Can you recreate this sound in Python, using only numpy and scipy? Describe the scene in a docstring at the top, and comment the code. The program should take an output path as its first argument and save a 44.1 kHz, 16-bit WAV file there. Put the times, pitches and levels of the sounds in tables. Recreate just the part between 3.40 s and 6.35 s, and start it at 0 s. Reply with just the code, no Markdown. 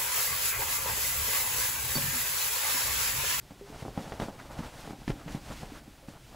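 """In a quiet room, on a wooden table close by, a denim bag is turned over.
Stick-slip friction of cloth on cloth hisses in swelling strokes, folds crumple and the heavy panels
billow. Straps, seams and folds bump on the table and excite its modes, each with a short scuff.
A strap snaps taut and twangs, and a fold rubs with a faint note."""
import sys
import numpy as np
from scipy import signal
from scipy.fft import rfft, irfft, next_fast_len
from scipy.io import wavfile
from scipy.ndimage import map_coordinates

SR = 44100
rng = np.random.default_rng(int(sys.argv[2]) if len(sys.argv) > 2 else 0)


def unload_wav(signal):
    """Save mono or channel-first audio to the path in sys.argv[1] as 16-bit WAV at rate SR, clipped to [-1, 1]."""
    wavfile.write(
        sys.argv[1],
        SR,
        np.round(np.clip(np.atleast_2d(signal).T, -1, 1) * 32767).astype(np.int16),
    )


N = 130095


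def amp(db):
    """Amplitude ratio of a level in decibels."""
    return 10 ** (np.asarray(db) / 20)


def unit(x):
    """Normalisation to rms 1."""
    return x / np.sqrt(np.mean(x ** 2) + 1e-20)


def along(points, hz):
    """Interpolation of (frequency [Hz], value) points on a logarithmic frequency axis."""
    freqs, values = np.transpose(points)
    return np.interp(np.log(hz + 1), np.log(freqs + 1), values)


def level(rows):
    """Amplitude envelope through (time [s], level [dB]) points."""
    return amp(np.interp(np.arange(N) / SR, *np.transpose(rows)))


def flicker(depth_db, per_s):
    """Random amplitude modulation: a smooth gain through per_s knots a second."""
    knots = rng.standard_normal(int(N * per_s / SR) + 4)
    return amp(depth_db * map_coordinates(knots, [np.arange(N) * per_s / SR]))


def filtered(x, response):
    """Linear filtering: the spectrum of x times a frequency response."""
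    n = x.shape[-1]
    padded = next_fast_len(n + SR // 2)
    return irfft(rfft(x, padded) * response(np.fft.rfftfreq(padded, 1 / SR)), padded)[..., :n]


def coloured(x, spectrum):
    """Spectral shaping by (frequency [Hz], relative level [dB]) points, at rms 1."""
    return unit(filtered(x, lambda hz: amp(along(spectrum, hz))))


def add(track, start_s, sound):
    """Superposition of a sound on a track."""
    part = track[round(start_s * SR):][:len(sound)]
    part += sound[:len(part)]


def slips(per_s, spread_db, smooth_db):
    """Stick-slip friction: threads catch and let go as random clicks over smooth noise."""
    clicks = (rng.random(N) < per_s / SR) * rng.choice([-1, 1], N)
    clicks = clicks * amp(spread_db * rng.standard_normal(N))
    return unit(unit(clicks) + amp(smooth_db) * rng.standard_normal(N))


def sliding_weave():
    """Sliding friction of cloth on cloth gives a broadband hiss that swells with each stroke."""
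    strokes = [(0.0, -65.5), (0.12, -60.5), (0.17, -64), (0.41, -51.5), (0.52, -58), (0.62, -50.5),
               (0.67, -53.5), (0.79, -55.5), (0.8, -48.5), (0.83, -47), (0.9, -57.5), (0.99, -60),
               (0.99, -56), (1.1, -58.5), (1.12, -53), (1.17, -57), (1.19, -50.5), (1.22, -54),
               (1.26, -49.5), (1.31, -55.5), (1.4, -51), (1.51, -54), (1.55, -59), (1.66, -58.5),
               (1.68, -52.5), (1.7, -49.5), (1.74, -56.5), (1.86, -59.5), (1.92, -47.5), (2.0, -57.5),
               (2.12, -48), (2.15, -52.5), (2.21, -50), (2.28, -57), (2.37, -53), (2.41, -62),
               (2.67, -64.5), (2.69, -54), (2.74, -62.5), (2.89, -61), (2.95, -57)]  # envelope of the sliding (time [s], level [dB])
    spectrum = [(200, -31), (900, 2), (2000, 3.5), (3200, 1), (5000, -1), (7500, -4), (11000, -9),
                (15500, -15.5)]  # friction hiss (frequency [Hz], relative level [dB])
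    hiss = coloured(slips(per_s=2500, spread_db=3, smooth_db=3), spectrum)
    return level(strokes) * hiss * flicker(depth_db=0.68, per_s=45)


def crumpling_folds():
    """Crumpling folds emit many small impulses that merge into midrange noise."""
    crumpling = [(0, -56.5), (.18, -57), (.28, -53.5), (.36, -43.5), (.41, -51), (.52, -52), (.64, -45.5),
                 (.77, -46), (.84, -39.5), (.9, -48), (.96, -51.5), (1.0, -46.5), (1.07, -50.5),
                 (1.16, -41), (1.26, -38.5), (1.33, -48.5), (1.41, -44), (1.52, -51.5), (1.58, -64),
                 (1.63, -48), (1.66, -62), (1.8, -45), (1.85, -53.5), (1.93, -44.5), (2.01, -53.5),
                 (2.12, -42.5), (2.17, -55), (2.29, -48.5), (2.36, -43), (2.41, -57), (2.58, -59.5),
                 (2.75, -54), (2.83, -64), (2.95, -50)]  # envelope of the crumpling (time [s], level [dB])
    spectrum = [(120, 10.5), (300, 5.5), (400, 0.5), (550, 6.5), (850, 6.5), (1100, 0), (1400, -0.5),
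                (2200, -13.5), (4000, -19), (10000, -39)]  # fold noise (frequency [Hz], relative level [dB])
    rustle = coloured(slips(per_s=450, spread_db=-1, smooth_db=2.5), spectrum)
    return amp(-3) * level(crumpling) * rustle * flicker(depth_db=3.17, per_s=39.72)


def billowing_panels():
    """Heavy panels displace air as they swing and radiate low-frequency noise."""
    swings = [(0, -58), (.18, -59), (.33, -56), (.55, -50), (.85, -55), (.95, -52.5), (1.02, -47.5),
              (1.1, -56), (1.2, -45), (1.3, -60), (1.4, -57), (1.46, -43), (1.58, -53), (1.72, -48.5),
              (1.83, -49), (1.97, -40.5), (2.03, -49.5), (2.1, -44.5), (2.22, -45), (2.3, -48.5),
              (2.47, -52), (2.62, -59.5), (2.74, -55.5), (2.83, -58.5), (2.95, -49.5)]  # envelope of the swinging (time [s], level [dB])
    spectrum = [(12, -10), (32, 7), (60, 3.5), (100, -2), (140, -2.5), (200, -3.5), (300, -1.5), (400, -12),
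                (900, -27.5), (3000, -50)]  # displaced air (frequency [Hz], relative level [dB])
    rumble = coloured(slips(per_s=180, spread_db=0.5, smooth_db=-1), spectrum)
    return amp(-2.5) * level(swings) * rumble * flicker(depth_db=0.76, per_s=15)


def push(t, hz, cycles):
    """A cushioned impact: a heavily damped push and rebound, time constant in cycles, peak 1."""
    age = hz * t / cycles
    wave = age ** 2 * np.exp(-age) * np.sin(2 * np.pi * hz * t)
    return wave / np.abs(wave).max()


def table_ring(t):
    """Impulse response of the table top: a sum of damped modes, their gains slightly random."""
    # modes of the wood (frequency [Hz], relative gain at resonance [dB], T60 [s])
    modes = [(140, -2.5, 0.21), (198, -10, 0.34), (228, 1.5, 0.16), (291.5, 10, 0.14), (336, -7, 0.17),
             (415, 4.5, 0.079), (524, 2.5, 0.096), (680, -10, 0.13), (794, 8.5, 0.068), (904, -2, 0.077),
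             (1285, 7, 0.058), (1490, 10, .05)]
    gain_db, scatter_db = -4, 1.5
    ring = np.zeros(len(t))
    for hz, db, t60 in modes:
        decay = amp(gain_db + db + scatter_db * rng.normal() - 60 * t / t60)
        unity_at_resonance = 2 * np.log(1000) / (t60 * SR)
        ring += unity_at_resonance * decay * np.cos(2 * np.pi * hz * t)
    return ring


def bumps(contacts):
    """Impact excitation: the bulk thuds and an edge slaps; both ring the table and the room."""
    out, t = np.zeros(N), np.arange(SR // 3) / SR
    slap_return_db = 5  # the surroundings return more of a slap than of a thud
    for start_s, thud_db, thud_hz, slap_db, _ in contacts:
        thud = amp(thud_db) * push(t, thud_hz, cycles=0.22)
        slap = amp(slap_db) * push(t, hz=581, cycles=0.16)
        add(out, start_s, thud + slap)
        add(out, start_s, signal.fftconvolve(thud + slap, table_ring(t)))
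        add(out, start_s, signal.fftconvolve(thud + amp(slap_return_db) * slap, reflections()))
    return out


def scuffs(contacts):
    """The cloth skids at each bump; the bursts of friction noise are incoherent and add in power."""
    spectrum = [(150, 8), (500, 7), (900, -4), (1800, 0.5), (3200, -6), (6000, -16), (10000, -48),
                (15500, -57)]  # skidding cloth (frequency [Hz], relative level [dB])
    rise_s, t60_s = 0.00024, 0.085
    power, t = np.zeros(N), np.arange(SR // 3) / SR
    for start_s, *_, db in contacts:
        burst = amp(db - 60 * t / t60_s) * (1 - np.exp(-t / rise_s))
        add(power, start_s, burst ** 2)
    return np.sqrt(power) * coloured(slips(per_s=1000, spread_db=4, smooth_db=-11), spectrum)


def landings():
    """Each contact of the bag with the table combines impact and friction."""
    # contacts (time [s], thud level [dB], thud frequency [Hz], slap level [dB], scuff level [dB])
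    contacts = [(.108, -41.5, 198, -38.5, -53), (.119, -46.5, 209, -41.5, -73), (.3, -43.5, 247, -65, -75),
                (0.423, -33, 110, -32.5, -48), (0.4516, -41, 297, -29, -78), (0.4594, -34, 262, -37.5, -64),
                (.4815, -37, 111, -29.5, -61), (.576, -24.5, 205, -22, -40), (.671, -44, 151, -51, -62),
                (.678, -49, 250, -34.5, -47.5), (.721, -40.5, 170, -27.5, -41),
                (0.7238, -45, 203, -39, -53), (0.7299, -41, 70, -41, -54), (.7995, -31.5, 225, -23.5, -36),
                (.813, -33, 77.5, -29, -48), (.82, -31, 150, -24, -36.5), (.827, -34, 196, -46, -54),
                (.837, -35.5, 284, -33, -42), (.8845, -35.5, 270, -28.5, -58), (.89, -51, 250, -34, -62),
                (1.1877, -45, 150, -35, -42.5), (1.19, -27.5, 162, -40, -58), (1.2034, -31, 200, -36, -56),
                (1.355, -46, 110, -55, -65), (1.4755, -39, 208, -30.5, -59), (1.498, -39, 263, -37, -54),
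                (1.5075, -33.5, 265, -32, -62), (1.5325, -35.5, 255, -34.5, -54),
                (1.616, -41, 181, -42, -63), (1.678, -27, 225, -33.5, -34.5), (1.695, -25, 161, -32, -41),
                (1.702, -26.5, 326, -29.5, -39), (1.708, -34.5, 43, -36.5, -58),
                (1.756, -38, 260, -45, -62), (1.861, -34, 169, -51, -60), (1.8795, -51, 245, -37, -39.5),
                (1.895, -41, 198, -42, -63), (1.947, -25, 167, -30.5, -43.5),
                (2.113, -41.5, 235, -40.5, -50), (2.2315, -34, 183, -31, -51), (2.32, -38, 293, -42, -50),
                (2.478, -42, 208, -48, -71), (2.6845, -34.5, 225, -35.5, -54)]
    return bumps(contacts) + scuffs(contacts)


def strap():
    """Free vibration under tension: a strap snaps taut and twangs in damped sinusoids."""
    partials = [(0.2119, -39, 401.6, 0.23), (0.2118, -37.5, 478, 0.043), (0.301, -51.5, 431.5, 0.62)]  # strap vibrations (time [s], level [dB], frequency [Hz], T60 [s])
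    rise_s = 0.00033
    out, t = np.zeros(N), np.arange(SR // 3) / SR
    for start_s, db, hz, t60 in partials:
        envelope = amp(db - 60 * t / t60) * (1 - np.exp(-t / rise_s))
        add(out, start_s, envelope * np.sin(2 * np.pi * hz * t))
    return out * flicker(depth_db=1, per_s=62.7)


def swishes():
    """One layer slips quickly over another: friction noise under Gaussian envelopes."""
    passes = [(1.001, 0.016, -47.5), (1.815, 0.008, -53), (2.363, 0.033, -54)]  # quick slips (peak time [s], half-width [s], level [dB])
    spectrum = [(300, -22), (900, 9), (1400, 11.5), (2200, 4), (3500, -8), (9000, -29)]  # slipping layers (frequency [Hz], relative level [dB])
    t = np.arange(N) / SR
    envelope = sum(amp(db) * np.exp(-((t - peak_s) / width_s) ** 2) for peak_s, width_s, db in passes)
    return envelope * coloured(slips(per_s=830, spread_db=-1, smooth_db=0), spectrum)


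def rubbed_fold():
    """A fold drags: narrow-band friction noise is heard as a faint, rough note."""
    peak_s, half_width_s, centre_hz, half_band_hz = 2.665, 0.031, 570, 60
    band = filtered(rng.standard_normal(N), lambda hz: np.exp(-((hz - centre_hz) / half_band_hz) ** 2))
    envelope = np.exp(-((np.arange(N) / SR - peak_s) / half_width_s) ** 2)
    return amp(-54) * envelope * unit(band)


def reflections():
    """A random room impulse response: early reflections and reverberation decay exponentially."""
    room_t60 = [(100, 0.18), (500, 0.34), (2000, 0.06), (10000, 0.12)]  # reverberation time (frequency [Hz], T60 [s])
    late_db, early_db, early_t60_s, wall_delay_s = -11, -10, 0.11, 0.00297
    hz, t, noise = signal.stft(rng.standard_normal((2, SR // 3)), SR, nperseg=256)
    late = signal.istft(noise[0] * amp(-60 * t / along(room_t60, hz)[:, None]), SR, nperseg=256)[1]
    early = signal.istft(noise[1] * amp(-60 * t / early_t60_s), SR, nperseg=256)[1]
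    tail = amp(late_db) * late / np.linalg.norm(late) + amp(early_db) * early / np.linalg.norm(early)
    return np.pad(tail, (round(wall_delay_s * SR), 0))


def room_noise():
    """The noise floor of the room: faint stationary noise, strongest in the bass."""
    spectrum = [(15, -15.5), (40, -1), (90, -10.5), (135, -3.5), (220, -27), (400, -17), (1000, -29),
                (3000, -27), (8000, -33), (15500, -35.5)]  # ambient noise (frequency [Hz], relative level [dB])
    return amp(-56.5) * coloured(rng.standard_normal(N), spectrum)


def scene():
    """The sources superpose; two identical channels place them in the centre."""
    cloth = sliding_weave() + crumpling_folds() + billowing_panels()
    mono = cloth + landings() + strap() + swishes() + rubbed_fold() + room_noise()
    return np.array([mono, mono])


def record(dry):
    """Band limiting by an ideal low-pass filter."""
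    cutoff_hz = 15750
    return filtered(dry, lambda hz: hz < cutoff_hz)


dry = scene()
out = record(dry)
unload_wav(out)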